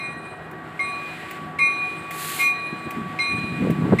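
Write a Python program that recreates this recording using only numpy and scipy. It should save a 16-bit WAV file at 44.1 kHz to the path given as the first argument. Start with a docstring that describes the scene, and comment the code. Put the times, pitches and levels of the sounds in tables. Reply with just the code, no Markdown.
"""Locomotive bell in the desert

A diesel locomotive rolls slowly closer, ringing its bell. An air-driven clapper strikes evenly,
exciting pairs of modes that beat, and its valve puffs between strokes. The engine drones, steam
hisses and one burst of air is let off. Wind buffets the microphone, mostly towards the end."""
import sys
import numpy as np
from scipy import signal
from scipy.fft import rfft, irfft
from scipy.io import wavfile

SR = 44100
rng = np.random.default_rng(int(sys.argv[2]) if len(sys.argv) > 2 else 0)


def wrap_up_sound(samples):
    """Save the sound to the file named by the first command line argument, as 16-bit audio."""
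    columns = np.atleast_2d(samples).T
    # keep every value between -1 and 1, then stretch to whole-number steps
    tamed = np.clip(columns, -1, 1)
    steps = np.round(tamed * 32767).astype(np.int16)
    wavfile.write(sys.argv[1], SR, steps)


N = 176400
T = np.arange(N) / SR

# Clapper strokes. Each row: start in seconds, gains of the bell's hum, clang, overtones and top in dB,
# factor on the hum's beating, extra rise time of the ringing mode and delay of the beat crest in seconds.
STROKES = [(-.012, -11, -13.5, -9, -6, 0.67, 0.0089, 0.06), (0.792, -4, -6, -4.5, -6.5, 0.82, 0.063, 0.043),
           (1.5868, -0.5, 2, -1, 0.5, 0.31, 0.014, 0.065), (2.389, -0.5, -1, 0.5, -1.5, 0.34, 0.024, 0.068),
           (3.188, -3, -1.5, 2, -0.5, 0.37, 0.048, 0.12), (3.985, 2.5, 2.5, 6.5, 7.5, .2, 0.013, .06)]


def amp(db):
    """Decibels become an amplitude ratio."""
    return 10 ** (np.asarray(db) / 20)


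def unit(x):
    """Normalisation to an rms of 1."""
    return x / np.sqrt(np.mean(abs(x) ** 2) + 1e-20)


def noise(colour):
    """Spectral shaping of white noise, rms 1. Each colour row: frequency in Hz, relative level in dB."""
    hz, db = np.transpose(colour)
    f = np.fft.rfftfreq(N, 1 / SR)
    gain = amp(np.interp(np.log(f + 1), np.log(hz), db))
    return unit(irfft(rfft(rng.standard_normal(N)) * gain, N))


def drift(rate_hz):
    """Low-pass filtered noise: a slow random fluctuation of rms 1."""
    f = np.fft.rfftfreq(4096, 1 / 500)
    slow = irfft(rfft(rng.standard_normal(4096)) / np.sqrt(1 + (f / rate_hz) ** 4))
    return np.interp(T, np.arange(len(slow)) / 500, unit(slow))


def ring(start, rise, t60):
    """Exponential build-up and damping; the decay loses 60 dB in t60 seconds."""
    age = np.maximum(T - start, 0)
    return (1 - np.exp(-age / rise)) * np.exp(-np.log(1000) * np.minimum(age / t60, 10))


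def jet(colour, levels, flicker_hz, flicker_db=0.9):
    """Turbulence makes a flickering hiss. Each row of levels: time in seconds, level in dB."""
    envelope = amp(np.interp(T, *np.transpose(levels)))
    return noise(colour) * envelope * amp(flicker_db * drift(flicker_hz))


def bell(shimmer_db=1.88, shimmer_hz=5.3, scatter_depth=0.19, scatter_hz=25.5):
    """Struck pairs of close modes interfere and beat; moving air and scattering make them shimmer."""
    # Each row: frequency in Hz, level in dB, 60 dB decay time and rise time in seconds,
    # beat rate against the twin mode in Hz, relative amplitude of the twin.
    modes = [(1136.4, -28, 4.98, .005, 1.39, 0.84), (2137, -14.5, .36, 0.0052, 2.6, 0.038),
             (2444.3, -17, 1.313, 0.0076, 4.32, 0.3), (3812, -41.5, 1.3, 0.017, 4.9, 0.16),
             (4050, -33.5, 1.16, 0.0057, 7.6, 0.19), (5160, -47.5, 0.2, 0.0024, 6, 0.24),
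             (5990, -49.5, 0.88, 0.012, 10, 0.19), (7900, -52, 0.55, .004, 6.9, .3),
             (8150, -45, 1.4, 0.0059, 15.1, 0.38), (9600, -60, .3, 0.0035, 8, .3),
             (10456, -50, 1.2, 0.0044, 13, 0.19), (12890, -64, .35, 0.0046, 10, .3)]
    registers_hz = [1140, 2100, 2500, 3800, 6000, 7900]  # hum, clang range, overtone range, top
    out = np.zeros(N)
    for hz, db, t60, rise, beat_hz, twin in modes:
        mode = np.zeros(N, complex)
        is_hum, is_ringing = hz < 1575, 2300 < hz < 2600
        for start, hum_db, clang_db, over_db, top_db, hum_beat, swell, crest in STROKES:
            age = np.maximum(T - start, 0)
            attack = rise + swell * is_ringing
            stroke_db = np.interp(hz, registers_hz, [hum_db, clang_db, clang_db, over_db, over_db, top_db])
            share, lag = (twin * hum_beat, 0) if is_hum else (twin, crest)
            pair = 1 + share * np.exp(2j * np.pi * beat_hz * (age - lag))
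            phase = np.exp(2j * np.pi * rng.random())
            mode *= np.exp(-np.minimum(age / attack, 20))  # the old vibration yields to the new
            mode += amp(db + stroke_db) * ring(start, attack, t60) * pair * phase
        # Both fluctuations deepen with frequency.
        shimmer = amp(shimmer_db * np.sqrt(hz / 2500) * drift(shimmer_hz))
        scatter = 1 + scatter_depth * hz / 3800 * (drift(scatter_hz) + 1j * drift(scatter_hz))
        out += (mode * shimmer * scatter * np.exp(2j * np.pi * hz * T)).real
    return out


def clapper(gain_db=-23.5):
    """A brief impact has a broad spectrum: the clapper clanks on the rim."""
    colour = [(500, -30), (1500, -12), (2300, 11.5), (3200, -12.5), (5500, -23), (8000, -21), (15000, -33)]  # Each row: frequency in Hz, relative level in dB.
    impacts = sum(amp(gain_db + clang_db) * ring(start, rise=0.00089, t60=0.058)
                  for start, _, clang_db, *_ in STROKES)
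    return noise(colour) * impacts


def engine(rumble_db=-39.5, lumps_db=1.0, waver_db=3.5):
    """Engine and wheels rumble in broadband noise; random modulation broadens the engine's tones."""
    colour = [(20, -32), (40, -31), (60, -11.5), (90, -1), (150, 3.5), (280, 0.5), (380, 3), (560, -3),
              (700, 1), (900, -2.5), (1600, -2), (2200, -15.5), (3000, -22), (4300, -33), (5600, -41),
              (15000, -58)]  # Each row: frequency in Hz, relative level in dB.
    tones = [(80.4, -66, 1.5), (159.4, -47, 3.35), (252.7, -55.5, 4.6), (320.4, -49.5, 2.3),
             (373, -52.5, 8.2), (737.6, -48.5, 9.4), (866, -66.5, 5), (987, -63.5, 11.6), (1634, -56.5, 9),
             (1899, -48, 9.4)]  # Each row: frequency in Hz, level in dB, width in Hz.
    out = amp(rumble_db) * noise(colour) * amp(lumps_db * drift(30))
    for hz, db, width_hz in tones:
        pitch_hz = hz + .5 * width_hz * drift(2 * width_hz)
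        cycles = np.cumsum(pitch_hz) / SR + rng.random()
        waver = amp(waver_db * drift(width_hz))
        out += amp(db) * unit(waver * np.sin(2 * np.pi * cycles))
    return out


def steam():
    """A turbulent jet of steam hisses throughout, swelling and sinking."""
    colour = [(800, -16), (2000, 9), (3000, 1), (4200, -6.5), (5600, -18.5), (6500, -19.5), (7700, -10.5),
              (9500, -18.5), (12000, -20.5), (15000, -23)]  # Each row: frequency in Hz, relative level in dB.
    levels = [(0, -51), (.55, -54.5), (.8, -47), (1.15, -41), (1.35, -42), (1.52, -51), (1.9, -43.5),
              (2.2, -47), (2.6, -46), (2.85, -45.5), (3.1, -44), (3.4, -43.5), (3.7, -43), (4, -42)]  # Each row: time in seconds, level in dB.
    return jet(colour, levels, flicker_hz=7)


def wind(flutter_db=9, flutter_exponent=1.91, lumps_db=1.0, lumps_hz=45, low_cut_hz=76):
    """Turbulent pressure buffets the microphone, brighter when stronger; the hardest eddies thump."""
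    gusts = [(0.168, 0.013, -36), (1.45, 0.049, -42), (2.733, 0.0062, -26.5), (2.868, 0.011, -27.5),
             (2.766, 0.034, -42.5), (2.993, 0.029, -27.5), (3.086, 0.064, -36), (3.332, 0.033, -31.5),
             (3.379, 0.034, -29), (3.443, 0.0068, -25.5), (3.563, 0.066, -27), (3.637, 0.021, -20),
             (3.692, 0.038, -20), (3.841, 0.046, -20), (3.899, 0.054, -21), (3.93, 0.0088, -12),
             (3.952, 0.027, -24)]  # Each row: centre and Gaussian width in seconds, level in dB.
    # Deep and brighter wind spectra. Each row: frequency in Hz, relative level in dB.
    buffet_colour = [(25, -29), (60, -18.5), (110, -7), (175, 0), (260, -4.5), (400, -16), (600, -37),
                     (1200, -46), (4000, -79)]
    flutter_colour = [(100, -7), (330, 7.5), (600, -6), (1000, -11), (1600, -15), (3000, -57), (8000, -65)]
    thumps = [(3.6705, -9, 468, 0.0023), (3.6985, -7.5, 353, 0.0036), (3.9245, -3.5, 605, 0.0014),
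              (3.9363, 1, 370, 0.0021)]  # Each row: start in seconds, level in dB, pitch in Hz, decay in seconds.
    pulses = [amp(db) * np.exp(-.5 * ((T - centre) / width) ** 2) for centre, width, db in gusts]
    force = np.sqrt(sum(pulse ** 2 for pulse in pulses))  # gusts add in power
    buffet = force * noise(buffet_colour)
    flutter = amp(flutter_db) * force ** flutter_exponent * noise(flutter_colour)
    out = (buffet + flutter) * unit(amp(lumps_db * drift(lumps_hz)))
    for start, db, hz, decay in thumps:
        age = np.maximum(T - start, 0)
        envelope = np.minimum(2 * hz * age, 1) * np.exp(-np.minimum(age / decay, 20))
        out += amp(db) * envelope * np.sin(2 * np.pi * hz * age)
    return signal.lfilter(*signal.butter(2, low_cut_hz, "high", fs=SR), out)


def valve(rise_s=0.0018, tail_db=-17):
    """The ringer exhausts between strokes: each turbulent puff decays fast and leaves a faint tail."""
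    colour = [(1000, -5), (2200, 17), (4000, -7), (5800, -6), (8000, -2), (10000, -4), (12500, 0),
              (14000, -6), (15000, 4)]  # Each row: frequency in Hz, relative level in dB.
    puffs = [(.511, -38.5), (1.309, -27), (2.108, -23.5), (2.906, -26), (3.703, -27.5)]  # Each row: start in seconds, level in dB.
    envelope = np.zeros(N)
    for start, db in puffs:
        tail = amp(tail_db) * ring(start, rise_s, t60=0.21)
        envelope += amp(db) * (ring(start, rise_s, t60=0.03) + tail)
    return noise(colour) * envelope


def air_release():
    """Compressed air expands in one short burst of bright jet noise."""
    colour = [(500, -27), (1300, 4), (2200, 6.5), (3200, 4), (4200, 4), (5600, -7), (7400, 3.5), (9500, 1),
              (11500, 3), (15000, -3.5)]  # Each row: frequency in Hz, relative level in dB.
    levels = [(2.10, -73), (2.118, -42.5), (2.17, -38), (2.235, -32), (2.32, -31.5), (2.41, -31),
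              (2.47, -40), (2.52, -51), (2.58, -75)]  # Each row: time in seconds, level in dB.
    return jet(colour, levels, flicker_hz=40)


def scene():
    """Superposition in the open air: all sources add in one channel."""
    jets = steam() + air_release()
    ringing = bell() + clapper() + valve()
    return (jets + ringing + engine() + wind())[None]


def record(dry, cutoff_hz=15370):
    """Band limiting: a steep low-pass filter removes the highest treble."""
    low_pass = signal.firwin(1023, cutoff_hz, window=("kaiser", 9), fs=SR)
    return signal.oaconvolve(dry, low_pass[None], "same")


dry = scene()
out = record(dry)
wrap_up_sound(out)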